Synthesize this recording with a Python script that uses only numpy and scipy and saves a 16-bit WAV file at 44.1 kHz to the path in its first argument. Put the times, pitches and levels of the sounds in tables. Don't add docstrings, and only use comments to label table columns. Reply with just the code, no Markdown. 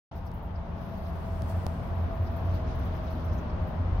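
import sys
import numpy as np
from scipy import signal
from scipy.fft import rfft, irfft, next_fast_len
from scipy.io import wavfile
from scipy.ndimage import uniform_filter1d, map_coordinates

SR = 44100
rng = np.random.default_rng(int(sys.argv[2]) if len(sys.argv) > 2 else 0)


def pcm_store(signal):
    levels = np.round(np.clip(np.atleast_2d(signal), -1, 1) * 32767)
    wavfile.write(sys.argv[1], SR, levels.astype(np.int16).T)


N = 176400

# (time [s], relative level [dB])
ENGINE_DB = [(.12, -51.5), (.55, -36.5), (.92, -42), (1.16, -27.5), (1.25, -38.5), (1.45, -28.5),
             (1.54, -31), (1.63, -29), (1.74, -27), (1.83, -41), (1.95, -26.5), (2.05, -24.5), (2.11, -35),
             (2.18, -22), (2.27, -26.5), (2.35, -35), (2.45, -28), (2.57, -26), (2.68, -41), (2.85, -29),
             (3.05, -37.5), (3.16, -29), (3.24, -30.5), (3.3, -20), (3.4, -45), (3.62, -26), (3.73, -34.5),
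             (3.81, -27), (4.0, -25.5)]
# (time [s], rate [Hz])
FIRING_HZ = [(.12, 85), (1.05, 81), (1.75, 89.1), (2.1, 86.07), (2.45, 87.76), (2.8, 85.3), (3.35, 81.82),
             (3.55, 80), (3.8, 87.36), (4.0, 86.9)]

# (time [s], relative level [dB])
RUMBLE_DB = [(.12, -43), (.4, -39), (.95, -43.5), (1.35, -39.5), (1.8, -41.5), (2.3, -39.5), (2.65, -35),
             (3.05, -37), (3.32, -36), (3.65, -37), (3.85, -37), (4.0, -29.5)]
# (frequency [Hz], density [dB])
RUMBLE_COLOUR_DB = [(10, -32), (24, -23.5), (32, 1.5), (48, 2.5), (57, 1.5), (72, 4.5), (105, -1),
                    (135, -7), (170, -19), (400, -82.5)]
# (time [s], relative level [dB])
ROAR_DB = [(.12, -52.5), (.6, -50.5), (1.0, -49), (1.5, -47), (2.0, -46.5), (2.6, -46), (3.3, -46),
           (4.0, -45.5)]
# (frequency [Hz], density [dB])
ROAR_COLOUR_DB = [(60, 4), (130, 9.5), (230, 5.5), (310, 1), (450, -1), (580, 2), (780, 1), (1050, -1.5),
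                  (1500, -9), (2200, -17), (3300, -22.5), (4800, -32.5), (6300, -38.5), (7400, -52.5),
                  (9000, -49), (16000, -55)]
# (frequency [Hz], correlation [0..1])
ROAR_CORRELATION = [(130, 0.91), (290, 0.96), (640, 0.4), (1100, 0.32), (1600, 0), (3000, 0)]
# (frequency [Hz], left minus right [dB])
ROAR_TILT_DB = [(100, 15), (220, 2), (700, 3), (1300, 0), (2400, 6.5), (4400, 17.5), (6500, -30), (9000, 3)]

# (pitch [Hz], width [Hz], peak level [dB], peak time [s], sigma [s])
HUMS = [(172.5, 9, -48, 1.61, .6), (195.5, 10, -46.5, 1.39, 0.56), (233, 23, -48.5, 3.63, 1.87),
        (114.9, 20, -40.5, 1.96, 0.48), (186, 38, -50, 0.54, 0.32), (321.3, 50, -52, 3.02, 0.95),
        (852, 130, -53.5, 0.42, 0.4)]
# (time [s], level [dB])
MOTOR_DB = [(.12, -53.5), (.55, -47.5), (2.1, -51), (2.6, -45.5), (3.6, -43), (4.0, -46.5)]
# (time [s], pitch [Hz], level [dB])
WHINE = [(.12, 669.7, -56), (.75, 668.3, -53.5), (.97, 661.3, -45.5), (1.15, 667.7, -50),
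         (1.43, 653.3, -46.5), (1.63, 657.6, -49.5), (1.87, 673, -47), (2.15, 655.6, -45),
         (2.35, 663.7, -46.5), (2.51, 656.4, -49), (2.61, 636.4, -40), (2.78, 642, -53), (3.0, 634, -46.5),
         (3.2, 643.7, -48.5), (3.48, 619.5, -51), (3.76, 629, -47), (4.0, 641, -74)]

# (time [s], gain [dB], left minus right [dB], thud gain re click [dB])
CLICKS = [(0.317, -38, -11, -7), (1.4210, -28, 9.5, -17.5), (1.6662, -19, -32, -4)]
# (frequency [Hz], relative level [dB], T60 [s])
CLICK_MODES = [(2180, -17, .003), (4510, -1.5, 0.00077), (9200, -13, 0.0011), (13400, -19.5, .001)]
# (frequency [Hz], relative level [dB], T60 [s])
THUD_MODES = [(144, 7.5, 0.017), (680, 3.5, 0.0074)]
# (time [s], sigma [s], level [dB], left minus right [dB])
RUBS = [(.267, .0015, -62, -3), (1.421, .0015, -56, 4), (1.503, .016, -57, 0), (1.53, .26, -64, -8)]
# (frequency [Hz], density [dB])
RUB_COLOUR_DB = [(1000, -14), (3000, -15.5), (4500, -0.5), (7000, -7.5), (9000, -3.5), (11000, -8),
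                 (16000, -7)]

# (time [s], gain [dB], sweep re echo [dB])
CHIRPS = [(0.151, -61.5, -1.5), (0.247, -63, -9), (.334, -63, -6), (.424, -66.5, 3), (.755, -71, -6),
          (.805, -69, -3.5), (.89, -72, -15), (.968, -64.5, -2), (1.02, -67, -7.5), (1.943, -67, -6),
          (2.02, -69.5, -2.5), (2.143, -65, -8.5), (2.215, -65, 0), (2.305, -62.5, -8), (2.36, -62.5, -3.5),
          (2.448, -63, -8.5), (2.536, -61.5, -0.5), (2.74, -62, -12.5), (2.784, -64.5, -10),
          (2.845, -63.5, -8.5), (2.942, -61, -12.5), (3.03, -65, -11.5), (3.1, -61.5, -12.5),
          (3.148, -67.5, -8.5), (3.24, -62.5, -6), (3.328, -61.5, -8), (3.375, -66, -9),
          (3.618, -67.5, -2.5), (3.668, -64, -1.5), (3.745, -74.5, -2), (3.91, -74.5, -9)]
# (frequency [Hz], density [dB])
ECHO_COLOUR_DB = [(3000, -37.5), (5500, -17), (7400, -26), (9600, -14), (10600, 1), (13000, 5),
                  (15000, 3.5), (16000, 2)]
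# (time [s], pitch [Hz], level [dB])
LISPS = [(.185, 5400, -73), (.276, 5260, -66), (.562, 4970, -65.5), (2.273, 4850, -60), (3.25, 5734, -69),
         (3.333, 5460, -61.5), (3.39, 6040, -64.5), (3.505, 4800, -64)]
# (time [s], level [dB])
WASH_DB = [(.12, -65.5), (.46, -79), (.62, -73.5), (.92, -64), (1.3, -69), (2.0, -69), (2.4, -62),
           (2.8, -61.5), (3.3, -64), (3.65, -69.5), (4.0, -67)]
# (frequency [Hz], density [dB])
WASH_COLOUR_DB = [(1200, -4.5), (2300, 1), (3300, 1), (5000, -1), (6500, -8), (7400, -25), (9000, -16),
                  (16000, -25.5)]
# (time [s], level [dB])
HISS_DB = [(.12, -91), (.72, -82), (.85, -69), (1.05, -70), (1.9, -71.5), (2.4, -73), (2.68, -82.5),
           (2.8, -73), (3.25, -77.5), (3.46, -102), (4, -88)]
# (frequency [Hz], density [dB])
HISS_COLOUR_DB = [(3000, -37), (5500, -16), (7400, -24.5), (9600, -15.5), (10600, 1.5), (13000, 5),
                  (16000, -0.5)]


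def engine(tone_db=-4.5, boom_db=-8.5, drift_hz=2, boom_width_hz=19):
    level_db, = curves(ENGINE_DB)
    firing_hz, = curves(FIRING_HZ)
    tone = unit(sine(firing_hz + drift_hz * wobble(11)))
    boom = spread(fuzzy_tone(firing_hz, boom_width_hz), 0.96)
    return amp(level_db) * (amp(tone_db) * tone + amp(boom_db) * boom) * pan(.1)


def traffic_rumble(gain_db=3):
    level_db, = curves(RUMBLE_DB)
    return spread(noise(RUMBLE_COLOUR_DB), 1) * amp(level_db + gain_db) * pan(0.34)


def road_roar(gain_db=7.5, waver_db=.5):
    level_db, = curves(ROAR_DB)
    hz = np.fft.rfftfreq(N, 1 / SR)
    spectrum = spread(rfft(noise(ROAR_COLOUR_DB)), along(ROAR_CORRELATION, hz))
    roar = irfft(spectrum * pan(along(ROAR_TILT_DB, hz)), N)
    return unit(roar) * amp(level_db + gain_db + waver_db * wobble(6.7))


def far_hums():
    t, out = clock(), np.zeros((2, N))
    for hz, width_hz, db, peak_s, sigma_s in HUMS:
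        out += spread(fuzzy_tone(hz, width_hz), 0.77) * amp(db) * gaussian(t - peak_s, sigma_s)
    return out * pan(1.4)


def far_motor(pitch_hz=168.5, drift_hz=.7):
    level_db, = curves(MOTOR_DB)
    return unit(sine(pitch_hz + drift_hz * wobble(5))) * amp(level_db)


def whine(core_db=-2.5, skirt_db=-3, waver_hz=2.8, skirt_width_hz=26):
    hz, level_db = curves(WHINE)
    core = unit(sine(hz + waver_hz * np.array([wobble(22.04), wobble(22)])))
    pair = amp(core_db) * core + amp(skirt_db) * fuzzy_tone(hz, skirt_width_hz)
    return spread(pair, 0.65) * amp(level_db) * pan(1.7)


def fingers_on_case(thud_tilt_db=-3):
    t, out = clock(), np.zeros((2, N))
    age_s = np.arange(SR // 10) / SR
    for start_s, db, tilt_db, thud_db in CLICKS:
        click = ring(CLICK_MODES, age_s) * pan(tilt_db)
        thud = amp(thud_db) * ring(THUD_MODES, age_s) * pan(thud_tilt_db)
        start = round(start_s * SR)
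        out[:, start:start + len(age_s)] += amp(db) * (click + thud)
    for peak_s, sigma_s, db, tilt_db in RUBS:
        out += amp(db) * gaussian(t - peak_s, sigma_s) * noise(RUB_COLOUR_DB) * pan(tilt_db)
    return out


def chirps(top_hz=16000, fall_hz_per_s=110000, width_hz=380,
           attack_s=.0049, sigma_s=.014, echo_t60_s=.3, tilt_db=-13):
    age_s, out = np.arange(SR // 4) / SR, np.zeros((2, N + SR))
    rasp = speckled(noise(ECHO_COLOUR_DB), depth_db=5)
    fuzz = filtered(rng.standard_normal((2, N)), lambda hz: np.exp(-(hz / width_hz) ** 2))
    fuzz = np.array([unit(channel) for channel in fuzz])
    attack = 1 - np.exp(-age_s / attack_s)
    for start_s, db, sweep_db in CHIRPS:
        at = round(start_s * SR) + np.arange(len(age_s))
        start_hz = top_hz * (1 + .025 * rng.standard_normal())
        sweep_hz = np.maximum(start_hz - fall_hz_per_s * age_s, top_hz / 2)
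        sweep = np.sqrt(2) * fuzz[:, at % N] * sine(sweep_hz) * gaussian(age_s, sigma_s)
        echo = amp(-60 * age_s / echo_t60_s) * rasp[:, at % N]
        out[:, at] += amp(db) * attack * (amp(sweep_db) * sweep + echo)
    return out[:, :N] * pan(tilt_db)


def lisps(width_hz=600, sigma_s=.008, tilt_db=-3):
    t, out = clock(), np.zeros((2, N))
    fuzz = unit(filtered(rng.standard_normal((2, N)), lambda hz: gaussian(hz, width_hz)))
    for peak_s, pitch_hz, db in LISPS:
        carrier = np.sqrt(2) * np.sin(2 * np.pi * pitch_hz * (t - peak_s))
        out += amp(db) * gaussian(t - peak_s, sigma_s) * carrier * fuzz
    return out * pan(tilt_db)


def airy_wash(flutter_db=1.8, flutter_hz=23, tilt_db=-1):
    level_db, = curves(WASH_DB)
    grain = speckled(noise(WASH_COLOUR_DB), depth_db=3.5)
    return grain * amp(level_db + flutter_db * wobble(flutter_hz)) * pan(tilt_db)


def hiss(flicker_db=2, flicker_hz=35, tilt_db=-12):
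    level_db, = curves(HISS_DB)
    grain = speckled(noise(HISS_COLOUR_DB), depth_db=4.5)
    return grain * amp(level_db + flicker_db * wobble(flicker_hz)) * pan(tilt_db)


def amp(db):
    return 10 ** (np.asarray(db) / 20)


def unit(x):
    return x / np.sqrt(np.mean(np.abs(x) ** 2) + 1e-20)


def clock():
    return np.arange(N) / SR


def sine(hz):
    return np.sin(2 * np.pi * np.cumsum(hz, axis=-1) / SR)


def gaussian(x, sigma):
    return np.exp(-(x / sigma) ** 2 / 2)


def along(points, hz):
    knots_hz, values = np.transpose(points)
    return np.interp(np.log(hz + 1), np.log(knots_hz + 1), values)


def curves(rows):
    times_s, *columns = np.transpose(rows)
    return [np.interp(clock(), times_s, column) for column in columns]


def wobble(rate_hz):
    return map_coordinates(rng.standard_normal(2048), [clock() * rate_hz + 3], mode="mirror")


def pan(tilt_db):
    half_db = np.atleast_1d(tilt_db) / 2
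    gains = amp([half_db, -half_db])
    return gains / np.sqrt(np.mean(gains ** 2, axis=0))


def spread(pair, correlation):
    angle = np.arccos(np.clip(correlation, -1, 1)) / 2
    mid, side = pair[0] * np.cos(angle), pair[1] * np.sin(angle)
    return np.array([mid + side, mid - side])


def filtered(x, response):
    size = next_fast_len(N + SR // 2)
    return irfft(rfft(x, size) * response(np.fft.rfftfreq(size, 1 / SR)), size)[..., :N]


def noise(colour_db):
    return unit(filtered(rng.standard_normal((2, N)), lambda hz: amp(along(colour_db, hz))))


def fuzzy_tone(hz, width_hz):
    carrier = np.exp(2j * np.pi * np.cumsum(hz + np.zeros(N)) / SR)
    envelopes = [wobble(2 * width_hz) + 1j * wobble(2 * width_hz) for _ in range(2)]
    return np.array([unit(np.real(carrier * envelope)) for envelope in envelopes])


def ring(modes, age_s):
    return sum(amp(db - 60 * age_s / t60_s) * np.sin(2 * np.pi * hz * age_s) for hz, db, t60_s in modes)


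def speckled(pair, depth_db):
    spectra = signal.stft(pair, nperseg=256)[2]
    patches = uniform_filter1d(rng.standard_normal(spectra.shape), size=3, axis=1)
    patches = uniform_filter1d(patches, size=5, axis=2)
    spectra *= amp(depth_db * unit(patches))
    return unit(signal.istft(spectra, nperseg=256)[1][:, :N])


def scene():
    outdoors = road_roar() + airy_wash() + traffic_rumble() + engine() + far_motor() + far_hums()
    return outdoors + whine() + fingers_on_case() + hiss() + chirps() + lisps()


def record(dry, start_s=.112, fade_s=.003, cutoff_hz=16000):
    t = clock()
    fade = np.clip(np.minimum(t - start_s, t[-1] - t) / fade_s, 0, 1)
    return filtered(dry * fade, lambda hz: hz < cutoff_hz)


dry = scene()
out = record(dry)
pcm_store(out)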